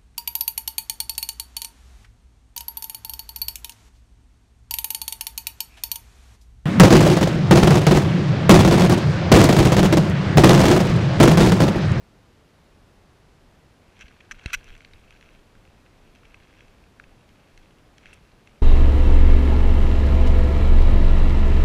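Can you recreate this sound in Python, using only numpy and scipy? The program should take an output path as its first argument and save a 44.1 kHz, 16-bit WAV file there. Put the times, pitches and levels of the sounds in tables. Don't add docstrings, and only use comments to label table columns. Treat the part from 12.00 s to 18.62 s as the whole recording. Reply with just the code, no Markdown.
import sys
import numpy as np
from scipy import signal
from scipy.fft import rfft, irfft, next_fast_len
from scipy.io import wavfile
from scipy.ndimage import map_coordinates

SR = 44100
rng = np.random.default_rng(int(sys.argv[2]) if len(sys.argv) > 2 else 0)


def boost(x):
    u = np.asarray(x, float) / 20
    return 10 ** u


def store_pcm(level_fs):
    pcm = np.round(np.clip(level_fs, -1, 1) * 32767).astype(np.int16)
    wavfile.write(sys.argv[1], SR, np.atleast_2d(pcm).T)


N = 291809

# (frequency [Hz], level per Hz [dB])
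HISS_COLOUR = [(15, -31), (25, 2.5), (96, -1.5), (440, -10), (2620, -22.5), (4620, -27), (13500, -41),
               (15500, -42)]
# (frequency [Hz], width [Hz], level [dB])
WHINE = [(10060, 200, 5.5), (13300, 300, 2)]
# (frequency [Hz], level per Hz [dB])
RUMBLE_COLOUR = [(10, -7), (25, 2.5), (50, -14.5), (90, -9), (200, -53)]
# (time [s], level [dB], half length [s])
SHOVES = [(2.058, -51, 0.054), (2.34, -46, .03), (2.5, -47, .02), (2.571, -39, 0.037), (2.72, -43.5, 0.056),
          (2.953, -49, 0.047), (3.326, -52.5, 0.43), (3.78, -60, 0.036), (4.1, -55, .15),
          (4.374, -52, 0.068), (4.7, -51, 0.061), (5.1, -53, 0.088), (5.33, -48.5, 0.027), (5.59, -49, .07),
          (6.09, -49.5, 0.057), (6.52, -57, .08)]
# (time [s], peak [dB], swing [Hz], rise [s], time to fall 60 dB [s])
JOLTS = [
    (2.0425, -33, 34, .002, .07),
    (2.35, -37, 28, .0066, .15),
    (2.4594, -18.5, 55, .00062, .058),
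    (2.562, -28.5, 27, .0087, .13),
    (2.695, -38, 35, .005, .1),
]
# (time [s], level [dB])
BITE = [(1.8, -81), (1.96, -66.5), (2.04, -60), (2.28, -68), (2.52, -44), (2.6, -59), (2.68, -55),
        (2.84, -65.5), (3.3, -64), (3.48, -76.5), (4.2, -68), (4.58, -63), (4.92, -78), (5.3, -71),
        (5.64, -68.5), (5.9, -80), (6.08, -57.5), (6.24, -72)]

MOUTH = [(1070, 180, -17.5), (1623, 340, 3)]
HOUSING = [(2140, 297, 3.5), (2643, 236, 7), (3298, 280, 0.5)]
ENAMEL = [(3670, 460, 0), (4280, 840, 0)]
BONE_WALL = [(5830, 470, -4), (6660, 200, -11), (7000, 830, -13.5)]
FIZZ = [(8480, 1000, 10.5), (10800, 2600, -1.5), (12800, 1500, -7)]
DUST = [(12000, 1500, 1), (13600, 1800, 0)]

POPS = [(2.1146, -49), (2.2384, -52), (2.2914, -50), (2.3106, -29.5), (2.316, -32), (2.321, -39),
        (2.3444, -47), (2.4514, -44), (2.4804, -41), (3.5518, -47.5), (4.2318, -49), (4.4233, -52),
        (4.5271, -46), (4.9975, -33.5), (5.0918, -51)]
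SPITS = [
    (2.4593, -29),
    (2.6424, -40),
    (2.7774, -46),
    (2.9974, -56),
    (5.9813, -50),
    (6.1354, -44),
    (6.1414, -45),
]
KNOCKS = [(2.0669, -41), (2.1344, -52), (2.5152, -45), (2.6713, -43), (2.6944, -37), (2.7033, -34.5),
          (2.9113, -46), (3.675, -45), (3.8619, -42), (4.2527, -44), (4.4009, -41), (4.575, -46),
          (5.7069, -45), (6.0359, -43), (6.0569, -30), (6.096, -44), (6.1734, -47), (6.2033, -54)]
CLICKS = [(2.2064, -38.5), (2.3945, -34), (2.589, -47), (2.7257, -39), (2.7509, -34), (2.7644, -38),
          (2.8055, -32.5), (2.9806, -45), (3.0619, -49), (3.1244, -39), (3.1502, -44), (3.2261, -33.5),
          (3.2884, -37), (3.3483, -42), (3.6516, -41.5), (4.343, -32.5), (4.4712, -43.5), (4.5374, -43),
          (4.5914, -40), (4.6059, -34.5), (4.8384, -43), (5.0384, -35), (5.3572, -45), (5.7838, -45),
          (6.0112, -48), (6.0654, -34), (6.0864, -44), (6.1295, -32), (6.4729, -35.5), (6.4931, -45)]
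NIPS = [
    (2.0819, -37),
    (2.4593, -17),
    (2.6064, -46),
    (2.8474, -31),
    (2.8764, -49),
    (2.9342, -35),
    (3.1717, -52),
    (3.2101, -37),
    (4.6813, -45),
    (6.3165, -48),
]
SNAPS = [
    (1.9634, -50),
    (2.6874, -38),
    (2.8174, -42),
    (3.1063, -34),
    (3.3044, -48),
    (4.1504, -41),
    (4.1579, -41),
    (5.2904, -43),
    (5.5757, -33.5),
    (5.9813, -36.5),
]

# (mouth [dB], enamel [dB], bone wall [dB], fizz [dB])
POP_COLOUR = (6.5, -20, -18, -18)
SPIT_COLOUR = (-10, -18, 0.5, -3)
KNOCK_COLOUR = (-3.5, -18, -15, -25)
CLICK_COLOUR = (-9, -25, -16, -26)
NIP_COLOUR = (-10.5, -4.5, -13.5, -25)
SNAP_COLOUR = (-9, -10, -9.5, -15)

# (time [s], peak [dB], tearing [s], bone wall [dB], fizz [dB])
CRACKS = [(1.991, -46, .001, -7, -25), (2.0, -46, 0.0045, -14, -28), (2.008, -37.5, 0.0047, -5, -19),
          (2.0175, -39.5, .01, -13, -25), (2.08, -46, .006, -18, -28), (2.2034, -44, 0.0049, -20, -28),
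          (2.311, -33.5, 0.01, -3, -18.5), (2.478, -45, .021, -11, -15), (2.5307, -16, 0.015, -9, -17),
          (2.546, -22, 0.0024, -5, -27), (6.133, -51, 0.0069, -5, 2.5)]
# (mouth [dB], enamel [dB])
CRACK_COLOUR = (-5.5, -17)


def unit(x):
    return x / np.sqrt(np.mean(x ** 2) + 1e-20)


def along(points, hz):
    f, db = np.transpose(points)
    return np.interp(np.log(hz + 1), np.log(f + 1), db)


def curve(rows):
    s, db = np.transpose(rows)
    return np.interp(np.arange(N) / SR, s, db, left=-120)


def filtered(x, response):
    size = next_fast_len(len(x) + 8192)
    hz = np.fft.rfftfreq(size, 1 / SR)
    return irfft(rfft(x, size) * response(hz), size)[:len(x)]


def ringing(modes, f):
    total = 0
    for k, (center, width, db) in enumerate(modes):
        resonance = 1j * f * width / (center * center - f * f + 1j * f * width)
        total = total + (-1) ** k * boost(db) * resonance
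    return total


def steep(modes):
    low_hz, high_hz = modes[0][0], modes[-1][0]
    broad = [(np.sqrt(low_hz * high_hz), 2 * (high_hz - low_hz) + 0.3 * low_hz, 0)]
    return lambda f: ringing(modes, f) * ringing(broad, f) ** 2


def fractures(events, tearing, fade_s):
    rise_s, first_break, first_s = 0.0004, 0.8, 0.0012
    bodies = (HOUSING, MOUTH, ENAMEL, BONE_WALL, FIZZ, DUST)
    t = np.arange(2048) / SR
    out = np.zeros(N + 4096)
    for (s, db, *shares_db), lasting in zip(events, tearing):
        uneven_sizes = boost(2.5 * rng.standard_normal(len(t)))
        breaks = rng.standard_normal(len(t)) * uneven_sizes
        breaks *= 1 - np.exp(-t / rise_s)
        breaks *= 1 + first_break * np.exp(-t / first_s)
        breaks *= np.exp(-np.maximum(t - lasting, 0) / fade_s)
        for modes, share_db in zip(bodies, (0, *shares_db)):
            ring = filtered(breaks, steep(modes))
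            out[round(s * SR):][:len(t)] += boost(db + share_db) * ring / np.abs(ring).max()
    return out[:N]


def hiss():
    def response(f):
        whine_db = sum(db * np.exp(-((f - center) / width) ** 2) for center, width, db in WHINE)
        return boost(along(HISS_COLOUR, f) + whine_db)

    return boost(-55.5) * unit(filtered(rng.standard_normal(N), response))


def ground():
    jolts = np.zeros(N + SR)
    t = np.arange(SR // 2) / SR
    for s, db, hz, rise_s, t60 in JOLTS:
        swing = (1 - np.exp(-t / rise_s)) * np.cos(2 * np.pi * hz * t)
        jolts[round(s * SR):][:len(t)] -= boost(db - 60 * t / t60) * swing
    now = np.arange(N) / SR
    weight = sum(boost(db) * np.exp(-((now - s) / half) ** 2) for s, db, half in SHOVES)
    rumble = unit(filtered(rng.standard_normal(N), lambda f: boost(along(RUMBLE_COLOUR, f))))
    return jolts[:N] + boost(-4.5) * weight * rumble


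def scrape():
    clumps_per_s = 120
    knots = rng.standard_normal(int(N * clumps_per_s / SR) + 4)
    clumps = map_coordinates(knots, [np.arange(N) * clumps_per_s / SR])
    total = 0
    for modes, db in ((HOUSING, 0), (MOUTH, -5), (ENAMEL, -13), (BONE_WALL, -15)):
        sizes = boost(3.5 * rng.standard_normal(N) + 3.5 * clumps)
        struck = rng.random(N) < 0.04
        grit = rng.standard_normal(N) * sizes * struck
        total = total + boost(db) * unit(filtered(grit, steep(modes)))
    return boost(curve(BITE) - 0.94) * total


def faint_ticks():
    per_s, base_db, grows = 9, -53.5, 0.34
    chance = rng.random((int(per_s * N / SR), 2))
    at = chance[:, 0] * N / SR
    bite_db = curve(BITE)[(at * SR).astype(int)]
    return zip(at, base_db + grows * (bite_db + 68) + 5 * chance[:, 1])


def ticks():
    kinds = ((POPS, POP_COLOUR), (SPITS, SPIT_COLOUR), (KNOCKS, KNOCK_COLOUR), (CLICKS, CLICK_COLOUR),
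             (NIPS, NIP_COLOUR), (SNAPS, SNAP_COLOUR), (faint_ticks(), CLICK_COLOUR))
    rows = []
    for table, colour_db in kinds:
        for s, db in table:
            stray_db = 1.9 * rng.standard_normal(len(colour_db))
            rows.append((s, db, *(colour_db + stray_db)))
    return fractures(rows, np.zeros(len(rows)), fade_s=0.0011)


def cracks():
    rows = []
    for s, db, _, *bright_db in CRACKS:
        dust_db = -21 + 0.53 * (db + 17)
        rows.append((s, db, *CRACK_COLOUR, *bright_db, dust_db))
    return fractures(rows, [row[2] for row in CRACKS], fade_s=0.0032)


def scene():
    return (hiss() + ground() + scrape() + boost(-7.0) * ticks() + cracks())[None]


def thinned_treble(x):
    top_hz, patchy_above_hz, lost_share = 15250, 12800, 0.3
    hz, _, z = signal.stft(x, SR, nperseg=1024)
    size = np.abs(z)
    clicks = size[(hz > 1200) & (hz < 4000)].mean(axis=0)
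    sudden = np.diff(np.log(clicks + 1e-9), append=0) > 0.7
    patches = rng.random((len(hz) // 8 + 1, z.shape[1] // 3 + 1))
    patches = np.repeat(np.repeat(patches, 8, axis=0), 3, axis=1)[:len(hz), :z.shape[1]]
    quiet = size < 6 * np.median(size, axis=1, keepdims=True)
    lost = ((patches < lost_share) | sudden) & quiet & (hz[:, None] > patchy_above_hz)
    kept = z * ~lost * (hz[:, None] < top_hz)
    return signal.istft(kept, SR, nperseg=1024)[1][:N]


def low_pass(x):
    return signal.sosfilt(signal.butter(12, 15640, fs=SR, output="sos"), x)


def record(dry):
    mix = thinned_treble(dry[0])[None]
    return low_pass(mix)


dry = scene()
out = record(dry)
store_pcm(out)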